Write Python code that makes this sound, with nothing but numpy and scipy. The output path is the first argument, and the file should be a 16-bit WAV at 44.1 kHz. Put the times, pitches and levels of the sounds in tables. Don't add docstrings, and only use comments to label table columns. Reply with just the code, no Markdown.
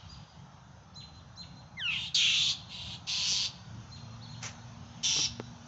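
import sys
import numpy as np
from scipy import signal
from scipy.fft import rfft, irfft, next_fast_len
from scipy.io import wavfile
from scipy.ndimage import uniform_filter1d, map_coordinates

SR = 44100
rng = np.random.default_rng(int(sys.argv[2]) if len(sys.argv) > 2 else 0)


def store_wav(level_fs):
    pcm = np.round(np.clip(np.atleast_2d(level_fs), -1, 1) * 32767)
    wavfile.write(sys.argv[1], SR, pcm.T.astype(np.int16))


N = 250047


def amp(db):
    return 10 ** (np.asarray(db) / 20)


def unit(x):
    return x / np.sqrt(np.mean(x ** 2) + 1e-20)


def clock():
    return np.arange(N) / SR


def since(start):
    return np.maximum(clock() - start, 0)


def until(end):
    return np.maximum(end - clock(), 0)


def along(points, hz):
    point_hz, values = np.transpose(points)
    return np.interp(np.log(hz + 1), np.log(point_hz + 1), values)


def curves(rows, t):
    seconds, *columns = np.transpose(rows)
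    return [np.interp(t, seconds, column) for column in columns]


def gate(start, end, rise, fall):
    t = clock()
    opening = np.clip((t - start) / rise + .5, 0, 1)
    closing = np.clip((end - t) / fall + 1, 0, 1)
    return opening * closing


def wobble(rate):
    points = rng.standard_normal(int(N * rate / SR) + 4)
    return map_coordinates(points, [clock() * rate])


def phase_of(hz):
    return 2 * np.pi * np.cumsum(hz) / SR


def note(pitch, rough):
    jittered_hz = pitch * (1 + rough * wobble(600))
    return np.sqrt(2) * np.sin(phase_of(jittered_hz))


def filtered(x, response):
    size = next_fast_len(N + SR // 2)
    spectrum = rfft(x, size) * response(np.fft.rfftfreq(size, 1 / SR))
    return irfft(spectrum, size)[:N]


def noise(colour):
    return unit(filtered(rng.standard_normal(N), lambda hz: amp(along(colour, hz))))


def patchy(x, depth_db):
    z = signal.stft(x, nperseg=1024)[2]
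    field = uniform_filter1d(rng.standard_normal(z.shape), size=4, axis=0)
    field = uniform_filter1d(field, size=9, axis=1)
    uneven = z * amp(depth_db * unit(field))
    return unit(signal.istft(uneven, nperseg=1024)[1][:N])


def echo(x, delay):
    return np.pad(x, (round(delay * SR), 0))[:N]


def trees(x):
    # frequency in Hz, time for the echo to fade by 60 dB in seconds.
    fade_times = [(200, .3), (1500, 0.66), (4000, 0.63), (8000, .35)]
    hz, t, z = signal.stft(rng.standard_normal(SR), SR, nperseg=256)
    fading = z * amp(-60 * t / along(fade_times, hz)[:, None])
    tail = signal.istft(fading, SR, nperseg=256)[1]
    return signal.fftconvolve(x, tail / np.linalg.norm(tail))[:N]


def motor(second_db=-5.3):
    start_s, rise_s, level_db = 3.55, .38, -47.9
    full_hz, slow_hz, spin_up_s = 118.3, 9.5, .5
    age = since(start_s)
    hz = full_hz - slow_hz * np.exp(-age / spin_up_s)
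    phase = phase_of(hz * (1 + 0.00597 * wobble(8)))
    first = amp(2.2 * wobble(9)) * np.sin(phase)
    second = amp(second_db + 2.5 * wobble(7.7)) * np.sin(2 * phase)
    fade_in = 1 - np.exp(-age / rise_s)
    return amp(level_db) * fade_in * unit(first + second)


def background():
    # frequency in Hz, level in dB.
    rumble_colour = [(20, -34), (35, -24), (52, -11.5), (72, -0.5), (120, 1), (170, -0.5), (220, -10.5),
                     (290, -17.5), (400, -28.5), (700, -57)]
    far_colour = [(200, -18.5), (450, -8.5), (620, -3.5), (850, 1), (1100, -3), (1500, -5.5), (2100, -17.5),
                  (4000, -35)]
    leaf_colour = [(800, -0.5), (2000, -1), (3500, 5.5), (4600, 0), (5400, 1.5), (6300, 6.5), (7000, -5.5),
                   (7600, -22.5), (8500, -18.5)]
    opening_colour = [(1500, -25.5), (2300, -7.5), (3200, 0.5), (4500, -7.5), (6500, -12.5), (8000, -35)]
    # start in seconds, start of the recovery in seconds, change in dB.
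    lulls = [(0.238, 0.334, -11), (5.54, 5.67, -5)]
    rumble_db, rumble_swell_db = -52.5, 3.2
    far_db, far_swell_db = -59.5, 2
    leaf_db, leaf_swell_db = -66, 7
    opening_db, opening_fade_db_per_s = -57.5, 27.5

    # Rumble, traffic and leaves grow louder around 2.64 s and stay so.
    swell = (1 + np.tanh((clock() - 2.64) / 0.85)) / 2
    lull_db = sum(db * gate(start, end, rise=.02, fall=.02) for start, end, db in lulls)
    rumble_level = amp(rumble_db + rumble_swell_db * swell + 1.3 * wobble(9))
    rumble = rumble_level * patchy(noise(rumble_colour), depth_db=1.2)
    far_level = amp(far_db + far_swell_db * swell + .5 * wobble(3.82))
    far = far_level * patchy(noise(far_colour), depth_db=2.0)
    leaf_level = amp(leaf_db + leaf_swell_db * swell + 0.69 * wobble(6.2))
    leaves = leaf_level * patchy(noise(leaf_colour), depth_db=2.5)
    opening_level = amp(opening_db - opening_fade_db_per_s * clock())
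    opening = opening_level * patchy(noise(opening_colour), depth_db=2.5)
    return amp(lull_db) * (rumble + motor()) + far + leaves + opening


def chirp(start, hz):
    scoop_octaves, scoop_s, hold_s = .06, 0.0062, .041
    drop_octaves, drop_s, drop_fade_db = .63, .029, 10.5
    lead_s, high_length_s, high_rise_s = .017, 0.056, .013
    high_from_hz, high_to_hz, high_db = 4200, 6940, -12

    drop = np.clip(since(start + hold_s) / drop_s, 0, 1)
    octaves_down = scoop_octaves * np.exp(-since(start) / scoop_s) + drop_octaves * drop
    hoarse = np.interp(drop, [0, .3], [.005, .11])
    low = note(hz * 2 ** -octaves_down, hoarse) * amp(-drop_fade_db * drop)
    low = low * gate(start, start + hold_s + drop_s, rise=0.011, fall=.006)

    early = start - lead_s
    high_hz = high_to_hz - (high_to_hz - high_from_hz) * np.exp(-since(early) / high_rise_s)
    high = note(high_hz, rough=.022) * gate(early, early + high_length_s, rise=0.0087, fall=.008)
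    return low + amp(high_db) * high


def peep():
    middle_s, half_s = 4.238, .026
    top_hz, arch_hz, level_db = 4390, 1005, -53.5
    pitch = top_hz - arch_hz * np.clip((clock() - middle_s) / half_s, -1, 1) ** 2
    opening = gate(middle_s - half_s, middle_s + half_s, rise=0.028, fall=.005)
    return amp(level_db) * note(pitch, rough=.015) * opening


def small_bird():
    # start in seconds, pitch in Hz, level in dB before the final mix.
    chirp_rows = [(.093, 4880, -53), (0.959, 4100, -47), (1.374, 4133, -47.5), (2.48, 4180, -48),
                  (3.917, 4190, -51.3), (4.293, 4234, -52.5), (5.24, 3950, -51)]
    return peep() + sum(amp(db) * chirp(start, hz) for start, hz, db in chirp_rows)


def rustle():
    # frequency in Hz, level in dB.
    rustle_colour = [(240, -44), (400, -14), (881, -4.5), (950, -9), (1180, -5.5), (1690, -6), (2150, -3),
                     (4490, -10), (6150, -1), (7510, -11.5), (8000, -34), (10400, -57), (17600, -120)]
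    start_s, end_s, level_db = 4.431, 4.467, -39.4
    rise_db_per_s, fall_db_per_s = 1450, 320
    level = amp(level_db - rise_db_per_s * until(start_s) - fall_db_per_s * since(end_s))
    grains = noise(rustle_colour) * amp(1.8 * wobble(400))
    return level * unit(grains)


def knocks():
    # time in seconds, level in dB, time to fade by 60 dB in seconds.
    knock_rows = [(3.321, -41.5, 0.064), (5.162, -36, 0.062), (5.188, -35, 0.076), (5.402, -38, 0.045)]
    # frequency in Hz, level in dB.
    knock_colour = [(60, -14), (200, 0), (350, 1.5), (600, -6.5), (1200, -9), (2500, -29), (6000, -56)]
    t = clock()
    level = np.zeros(N)
    for at, db, ring in knock_rows:
        onset = np.clip((t - at) / 0.0026 + 1, 0, 1)
        level += amp(db - 60 * np.abs(t - at) / ring) * onset
    return level * noise(knock_colour)


def tap(at=5.3995, peak_db=-21, size=8192):
    # frequency in Hz, level in dB.
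    tap_colour = [(30, -21), (90, -9), (300, 1), (500, 0.5), (900, -11), (2000, -14), (3000, -21),
                  (4500, -22.5), (8000, -39)]
    cepstrum = irfft(np.log(amp(along(tap_colour, np.fft.rfftfreq(size, 1 / SR)))))
    push = irfft(np.exp(rfft(2 * cepstrum[:size // 2], size)))
    push = amp(peak_db) * push / np.abs(push).max()
    return np.pad(push, (round(at * SR), N))[:N]


def whistle():
    # time in seconds, pitch in Hz before its random wobble.
    whistle_pitch = [(1.772, 2113), (1.78, 2122), (1.804, 1816), (1.82, 1604), (1.856, 1418), (1.89, 1346),
                     (1.914, 1284), (1.96, 1033)]
    # frequency in Hz, level in dB.
    throat = [(900, -34), (1400, -12.5), (1700, -5), (2100, -3.5), (2700, 4.5), (3300, 1), (3900, -14),
              (4300, -25), (5000, -33), (5600, -21), (6500, -32.5), (7500, -36), (8500, -50)]
    start_s, crest_s, end_s = 1.773, 1.875, 1.965
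    level_db, swell_db_per_s, fade_db_per_s = -30, 116, 106

    pitch, = curves(whistle_pitch, clock())
    db = level_db - swell_db_per_s * until(crest_s) - fade_db_per_s * since(crest_s)
    strain = np.interp(clock(), [1.82, 1.93], [.006, .035])
    pitch = pitch * (1 + strain * wobble(500))
    phase = phase_of(pitch)
    orders = np.arange(1, 6)
    gains = np.array([amp(along(throat, k * pitch)) for k in orders])
    partials = np.sum(gains * np.sin(orders[:, None] * phase), axis=0)
    tone = partials / np.sqrt(np.sum(gains ** 2, axis=0) / 2)
    level = amp(db + strain * 60 * wobble(200))
    return tone * level * gate(start_s, end_s, rise=0.012, fall=.01)


def resonate(source, centre_hz, width_hz, steep, skirt_db):
    # frequency in Hz, level in dB.
    rasp = [(300, -36), (700, -24.5), (1000, -16), (1350, -8), (1750, -16), (2250, -5.5), (2650, 0),
            (3050, -0.5), (3500, 0), (4050, -2.5), (4550, 1.5), (5200, -2), (7300, 2.5), (9000, -5.5)]
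    hz, t, z = signal.stft(source, SR, nperseg=256)
    offset = np.abs(hz[:, None] - np.interp(t, clock(), centre_hz))
    peak = 1 / (1 + (offset / width_hz) ** steep)
    skirt = amp(skirt_db) ** 2 / (1 + (offset / 1500) ** 4)
    gain = amp(along(rasp, hz))[:, None] * np.sqrt(peak + skirt)
    even_gain = gain / np.sqrt(np.mean(gain ** 2, axis=0))
    return signal.istft(z * even_gain, SR, nperseg=256)[1][:N]


def saturate(x, top):
    height = np.abs(signal.hilbert(x, next_fast_len(N))[:N] / top)
    return unit(x / np.sqrt(1 + height ** 2))


def screeches():
    # level in dB, centre in Hz, glide in Hz/s, width in Hz, flare time after
    # the start in seconds, flare in dB; then pitch in Hz, pitch fall in octaves/s, and lag of the nearest
    # reflection in seconds. Levels are before the final mix.
    screech_rows = [ (1.91, 0.17, .045, 0.36, 193, -32.5, 33, 2630, 5000, -3, 520, -60.5, 5900, 4499, 1300, 0.12, 5, 1233, 3.4, .0028),
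                    (2.146, 0.37, .005, 0.2, 201, -24.6, 9, 2600, 3500, 1800, 660, -38.5, 6070, 300, 680, .02, 6, 1472, 1.1, .00634),
                    (2.704, 0.25, .04, 0.46, 176.8, -43, -1.5, 3420, 450, 0, 722, -60, 6540, 900, 1200, .23, 3.5, 998, .3, .00282),
                    (3.078, 0.38, 0.024, 0.48, 193, -33.5, -8, 3610, 1100, 0, 950, -38.5, 5460, 400, 866, 0.24, 8, 1022, .02, .00615),
                    (5.037, 0.22, 0.018, 0.57, 190, -31, 6, 3450, 500, 0, 480, -31, 5780, -1900, 380, 0.023, 2.5, 929, 0.31, .00225)]
    release_db_per_s = 501
    flare_s = .055
    overshoot_s = 0.046
    skirt_db, skirt_harsh_db = -28, 36.5
    undertone_db, undertone_grows = -52, .24
    reflection_db = -10.5

    lower_air, upper_air = (patchy(rng.standard_normal(N), depth_db=1.8) for _ in range(2))
    calls = np.zeros(N)
    for (start, length, attack, harsh, flutter_hz,
         lower_db, sag, lower_hz, lower_glide, overshoot_hz, lower_width,
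         upper_db, upper_hz, upper_glide, upper_width, flare_at, flare_db,
         pitch, fall, lag) in screech_rows:
        age = np.minimum(since(start), length)
        unsteady_hz = flutter_hz * (1 + .012 * wobble(25) + 0.061 * wobble(250))
        flutter = np.cos(phase_of(unsteady_hz))
        bursts = (1 + np.clip(harsh, 0, 1) * flutter) * amp(0.67 * wobble(300))

        lower_centre = lower_hz + lower_glide * age + overshoot_hz * np.exp(-age / overshoot_s)
        lower = resonate(bursts * lower_air, lower_centre, lower_width, steep=5.2,
                         skirt_db=skirt_db + skirt_harsh_db * harsh)
        upper_centre = upper_hz + upper_glide * age
        upper = resonate(bursts * upper_air, upper_centre, upper_width, steep=4.14, skirt_db=-16.5)
        flare = flare_db * np.exp(-((age - flare_at) / flare_s) ** 2)
        voice = amp(lower_db - sag * age) * saturate(unit(lower), top=2.3)
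        voice += amp(upper_db + flare) * saturate(unit(upper), top=3.0)

        undertone_level = amp(undertone_db + undertone_grows * lower_db)
        undertone = undertone_level * note(pitch * 2 ** (-fall * age), rough=0.0454)
        rise = np.clip((clock() - start) / attack + .5, 0, 1)
        envelope = rise * amp(-release_db_per_s * since(start + length))
        call = envelope * (voice + undertone)
        calls += call + amp(reflection_db) * echo(call, lag)
    return calls


def scene():
    chirps = small_bird()
    answer = echo(amp(-13) * chirps + amp(-17) * trees(chirps), delay=.19)
    far = amp(-1.0) * chirps + amp(-3) * trees(chirps) + answer
    clear = whistle()
    clear_reflection = amp(-10.5) * echo(clear, delay=.0063)
    near = amp(-.5) * screeches() + clear + clear_reflection + rustle()
    near_echo = amp(-16) * trees(near)
    return (near + near_echo + far + knocks() + tap() + background())[None]


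def record(dry):
    # frequency in Hz, level in dB.
    microphone = [(20, 0.5), (6500, -1), (7400, -4), (7900, -11.5), (8400, -25)]
    top_hz = 8500
    return filtered(dry[0], lambda hz: amp(along(microphone, hz)) * (hz < top_hz))[None]


dry = scene()
out = record(dry)
store_wav(out)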